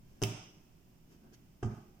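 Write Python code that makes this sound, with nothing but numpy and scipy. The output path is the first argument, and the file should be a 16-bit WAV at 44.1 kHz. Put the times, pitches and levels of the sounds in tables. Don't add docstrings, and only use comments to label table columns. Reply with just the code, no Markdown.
import sys
import numpy as np
from scipy import signal
from scipy.fft import rfft, irfft
from scipy.io import wavfile
from scipy.ndimage import uniform_filter1d

SR = 44100
rng = np.random.default_rng(int(sys.argv[2]) if len(sys.argv) > 2 else 0)


def store_wav(level_fs):
    pcm = np.round(np.clip(np.atleast_2d(level_fs), -1, 1) * 32767)
    wavfile.write(sys.argv[1], SR, pcm.T.astype(np.int16))


N = 88200
T = np.arange(N) / SR


def amp(db):
    return 10 ** (np.asarray(db) / 20)


def unit(x):
    return x / np.sqrt(np.mean(x ** 2) + 1e-20)


def read(points, hz):
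    f, value = np.transpose(points)
    return np.interp(np.log(hz + 1), np.log(f), value)


def pan(db):
    return amp(np.array([[db], [-db]]) / 2)


def swell(s, width):
    return np.exp(-.5 * ((T - s) / width) ** 2)


def fade(t, fade_s):
    return np.exp(-np.log(1000) * t / fade_s)


def add(mix, s, sound):
    part = mix[:, round(s * SR):][:, :sound.shape[-1]]
    part += sound[..., :part.shape[-1]]


def convolve(x, response):
    return signal.fftconvolve(np.atleast_2d(x), np.atleast_2d(response), axes=1)[:, :N]


def colour(x, tone, size=4096):
    log_gain = np.log(amp(read(tone, abs(np.fft.fftfreq(size, 1 / SR)))))
    response = np.fft.ifft(np.exp(np.conj(signal.hilbert(log_gain)))).real
    return convolve(x, response[:size // 2])


def pair(likeness):
    a, b = rfft(rng.standard_normal((2, N)))
    alike = np.clip(read(likeness, np.fft.rfftfreq(N, 1 / SR)), -1, 1)
    mid, side = a * np.sqrt((1 + alike) / 2), b * np.sqrt((1 - alike) / 2)
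    return irfft(np.array([mid + side, mid - side]), N)


def noise(tone):
    # frequency in Hz, left-right likeness.
    likeness = [(30, 0.74), (200, 0.93), (600, 0.2), (1500, 0), (5000, 0), (15000, 0.02)]
    gain = amp(read(tone, np.fft.rfftfreq(N, 1 / SR)))
    return unit(irfft(rfft(pair(likeness)) * gain, N))


def room_noise(level_db=-56):
    # frequency in Hz, relative level in dB.
    tone = [(20, -2.5), (45, -3), (81, -7.5), (125, -3.5), (170, -3.5), (270, -11.5), (350, -12.5),
            (470, -23), (610, -21), (1000, -26.5), (1800, -31.5), (2800, -28.5), (4000, -37.5), (5300, -31),
            (7000, -34.5), (10000, -39.5), (14000, -35.5), (14900, -25.5), (15500, -55.5), (16000, -25)]
    return amp(level_db) * noise(tone) * pan(-2)


def arm_air(level_db=-51.5):
    # frequency in Hz, relative level in dB.
    tone = [(15, 12), (30, -7), (55, -3), (150, -5), (1000, -73)]
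    return amp(level_db) * swell(s=0.048, width=0.091) * noise(tone)


def brushes(grain_db=3):
    # peak time in seconds, width in seconds, rub level in dB, hiss against rub in dB.
    strokes = [(0.093, 0.034, -69, -5.5), (0.185, 0.042, -64.5, -9.5), (1.127, 0.024, -59, -8.5),
               (1.262, 0.033, -57.5, -34), (1.328, 0.0069, -57, -17), (1.343, 0.0079, -71, 10.5),
               (1.728, 0.067, -66, -1.5)]
    # frequency in Hz, relative level in dB.
    rub_tone = [(40, -25), (150, 7.5), (320, 0), (600, -9.5), (1500, -15), (4000, -52), (16000, -62)]
    hiss_tone = [(200, -44), (1600, -1), (3000, -2), (4000, -6.5), (5500, 1), (8000, -9.5), (11000, -14),
                 (15000, -20), (16000, -30)]
    grains = rng.standard_normal((2, N)) * amp(grain_db * np.minimum(rng.exponential(1, N), 5))
    rub, hiss = noise(rub_tone), unit(colour(grains, hiss_tone))
    return sum(swell(s, width) * amp(db) * (rub + amp(hiss_db) * hiss)
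               for s, width, db, hiss_db in strokes)


def knuckles():
    # start in seconds, push strength in dB, hardness in Hz, lean to the left in dB,
    # clap strength in dB, clap length in seconds.
    landings = [(0.2186, -1.5, 1770, 6.5, -10, 0.00058), (0.2251, 0, 1200, 10, -6.5, 0.0013),
                (1.6280, -6.5, 1600, -3, -26.5, 0.0023), (1.6306, -4, 3130, 2.5, -21.5, 0.0059),
                (1.6443, -0.5, 390, -2, -26.5, 0.0041), (1.6521, -2, 178, -19, -31, 0.012),
                (1.6752, -4.5, 250, -19, -40, 0.012)]
    # frequency in Hz, gain in dB.
    thud_tone = [(25, -24), (48, -17), (64, 3.5), (170, 7), (230, 5.5), (300, 3), (400, 1.5), (500, -3.5),
                 (620, 2.5), (950, -2), (1350, -2), (1900, -16), (3000, -14.5), (4300, -35), (16000, -53)]
    clap_tone = [(300, -31), (1500, -21), (2800, -8), (4200, -16.5), (5400, -2.5), (6800, -6.5),
                 (8700, -11), (11000, -22.5), (14500, -30), (16000, -50)]
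    force, claps, ring = np.zeros((2, N)), np.zeros((2, N)), np.zeros((1, N))
    t = T[:SR // 25]
    for s, db, hard_hz, pan_db, clap_db, clap_s in landings:
        push = t * np.exp(-2 * np.pi * hard_hz * t)
        push = -amp(db) * push / push.sum()
        add(force, s, pan(pan_db) * push)
        add(ring, s, convolve(push, table_top()))
        burst = rng.standard_normal((2, len(t))) * t * np.exp(-2 * t / clap_s)
        clap = unit(burst) / np.sqrt(len(t))
        add(claps, s, amp(clap_db) * pan(pan_db + 1.5) * clap)
    return colour(force, thud_tone) + colour(claps, clap_tone), ring * pan(-3.5)


def table_top(scatter_hz=347.6, build_s=0.0013):
    pitches = [59.2, 112, 135, 167, 215, 271, 321, 391, 617, 726, 782, 903, 1063, 1234, 1402]
    # level in dB, fade time in seconds.
    rings = [(-38.5, 0.21), (-30, 0.43), (-45.5, 0.58), (-48, 0.75), (-41.5, 0.72), (-51, 0.75),
             (-54, 0.16), (-36.5, 0.23), (-66.5, 0.9), (-58, 0.64), (-68.5, 1), (-67.5, 0.13),
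             (-72.5, 0.14), (-60, 0.9), (-61.5, 0.73)]
    t, hz = T[:SR // 2], np.array(pitches)[:, None]
    db, fade_s = np.transpose(rings)[:, :, None]
    phase = rng.standard_normal(hz.shape) * (hz / scatter_hz) ** 2
    notes = amp(db) * fade(t, fade_s) * np.cos(2 * np.pi * hz * t + phase)
    return notes.sum(0) * (1 - np.exp(-t / build_s))


def bracelet(start_s=0.2362, hit_db=-0.5, rattle_db=-5, rattle_s=0.00095, mic_lag_s=0.00031):
    # pitch of a link in Hz, level in dB, fade time in seconds.
    links = [(2610, -57, 0.34), (2786, -56, 0.12), (2717, -41, 0.083), (3083, -57, 0.21),
             (5740, -65, 0.067), (6000, -63, 0.089)]
    # frequency in Hz, gain in dB.
    tone = [(100, -3), (600, -3), (1100, -7.5), (1800, -12), (2850, -1.5), (3600, -6), (4300, -13.5),
            (5500, -0.5), (6600, -11.5), (7800, -7), (10700, -21.5), (15000, -20.5), (16000, -17)]
    hit, rattle, t = np.zeros((1, N)), np.zeros((2, N)), T[:SR // 2]
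    add(hit, start_s, -amp(hit_db) * (t == 0))
    burst = rng.standard_normal((2, len(t))) * np.exp(-t / rattle_s)
    add(rattle, start_s, amp(hit_db + rattle_db) * unit(burst) / np.sqrt(len(t)))
    ring = sum(amp(db) * fade(t, fade_s) * np.sin(2 * np.pi * hz * t) for hz, db, fade_s in links)
    left, right = colour(hit + rattle, tone) + convolve(hit, ring)
    right = np.roll(right, round(mic_lag_s * SR))
    return np.array([left, right]) * pan(-5.5), colour(hit, tone)


def room_echo(rise_s=0.0096):
    # frequency in Hz, fade time in seconds.
    fade_times = [(100, 1), (400, 1), (1200, 1), (2800, 0.9), (5500, 0.92), (8000, 0.7), (11000, 0.43),
                  (16000, 0.25)]
    # frequency in Hz, gain in dB.
    tone = [(50, -21.5), (130, -16), (210, -0.5), (300, -0.5), (390, 1.5), (480, -6), (780, -0.5),
            (1100, -3), (1500, 0), (2000, 1.5), (2800, 1.5), (4200, -3.5), (6000, -1.5), (8500, -3.5),
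            (15000, 6.5)]
    # frequency in Hz, left-right likeness.
    likeness = [(100, 1), (400, 0.96), (1000, -0.29), (2200, 0.23), (5000, -0.16), (15000, -0.46)]
    hz, t, bands = signal.stft(pair(likeness), SR, nperseg=256)
    rate = np.log(1000) / read(fade_times, hz)[:, None]
    bands = bands * np.exp(-rate * t) * np.sqrt(2 * rate / SR)
    tail = signal.istft(bands, SR, nperseg=256)[1][:, :N] * (1 - np.exp(-T / rise_s))
    first_bounces = amp(-0.5) * unit(fade(T, fade_s=0.037))
    nearest_wall = amp(-10.5) * unit(swell(s=0.0136, width=0.003))
    early = (first_bounces + nearest_wall) * pair(likeness) / np.sqrt(N)
    return colour(tail + early, tone)


def suppress_noise(x, cut_db=5, open_db=8, softness_db=1):
    bands = signal.stft(x, nperseg=512)[2]
    power = (abs(bands) ** 2).mean(0)
    power = uniform_filter1d(power, size=11, axis=0)
    power = uniform_filter1d(power, size=4, axis=1)
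    level_db = 10 * np.log10(abs(power) + 1e-20)
    over_db = level_db - np.median(level_db, axis=1, keepdims=True)
    shut = .5 - .5 * np.tanh((over_db - open_db) / (2 * softness_db))
    return signal.istft(bands * amp(-cut_db * shut), nperseg=512)[1][:, :N]


def scene():
    knocks, table_ring = knuckles()
    clink, bare_click = bracelet()
    rustle = brushes()
    into_room = amp(3.5) * knocks + amp(1.5) * bare_click + amp(-0.5) * rustle
    echo = convolve(into_room.mean(0), room_echo()) * pan(-2)
    return knocks + table_ring + clink + rustle + echo + arm_air() + room_noise()


def record(dry):
    treble_cut = signal.firwin(511, cutoff=15900, window=("kaiser", 9), fs=SR)
    return signal.oaconvolve(suppress_noise(dry), treble_cut[None], "same")


dry = scene()
out = record(dry)
store_wav(out)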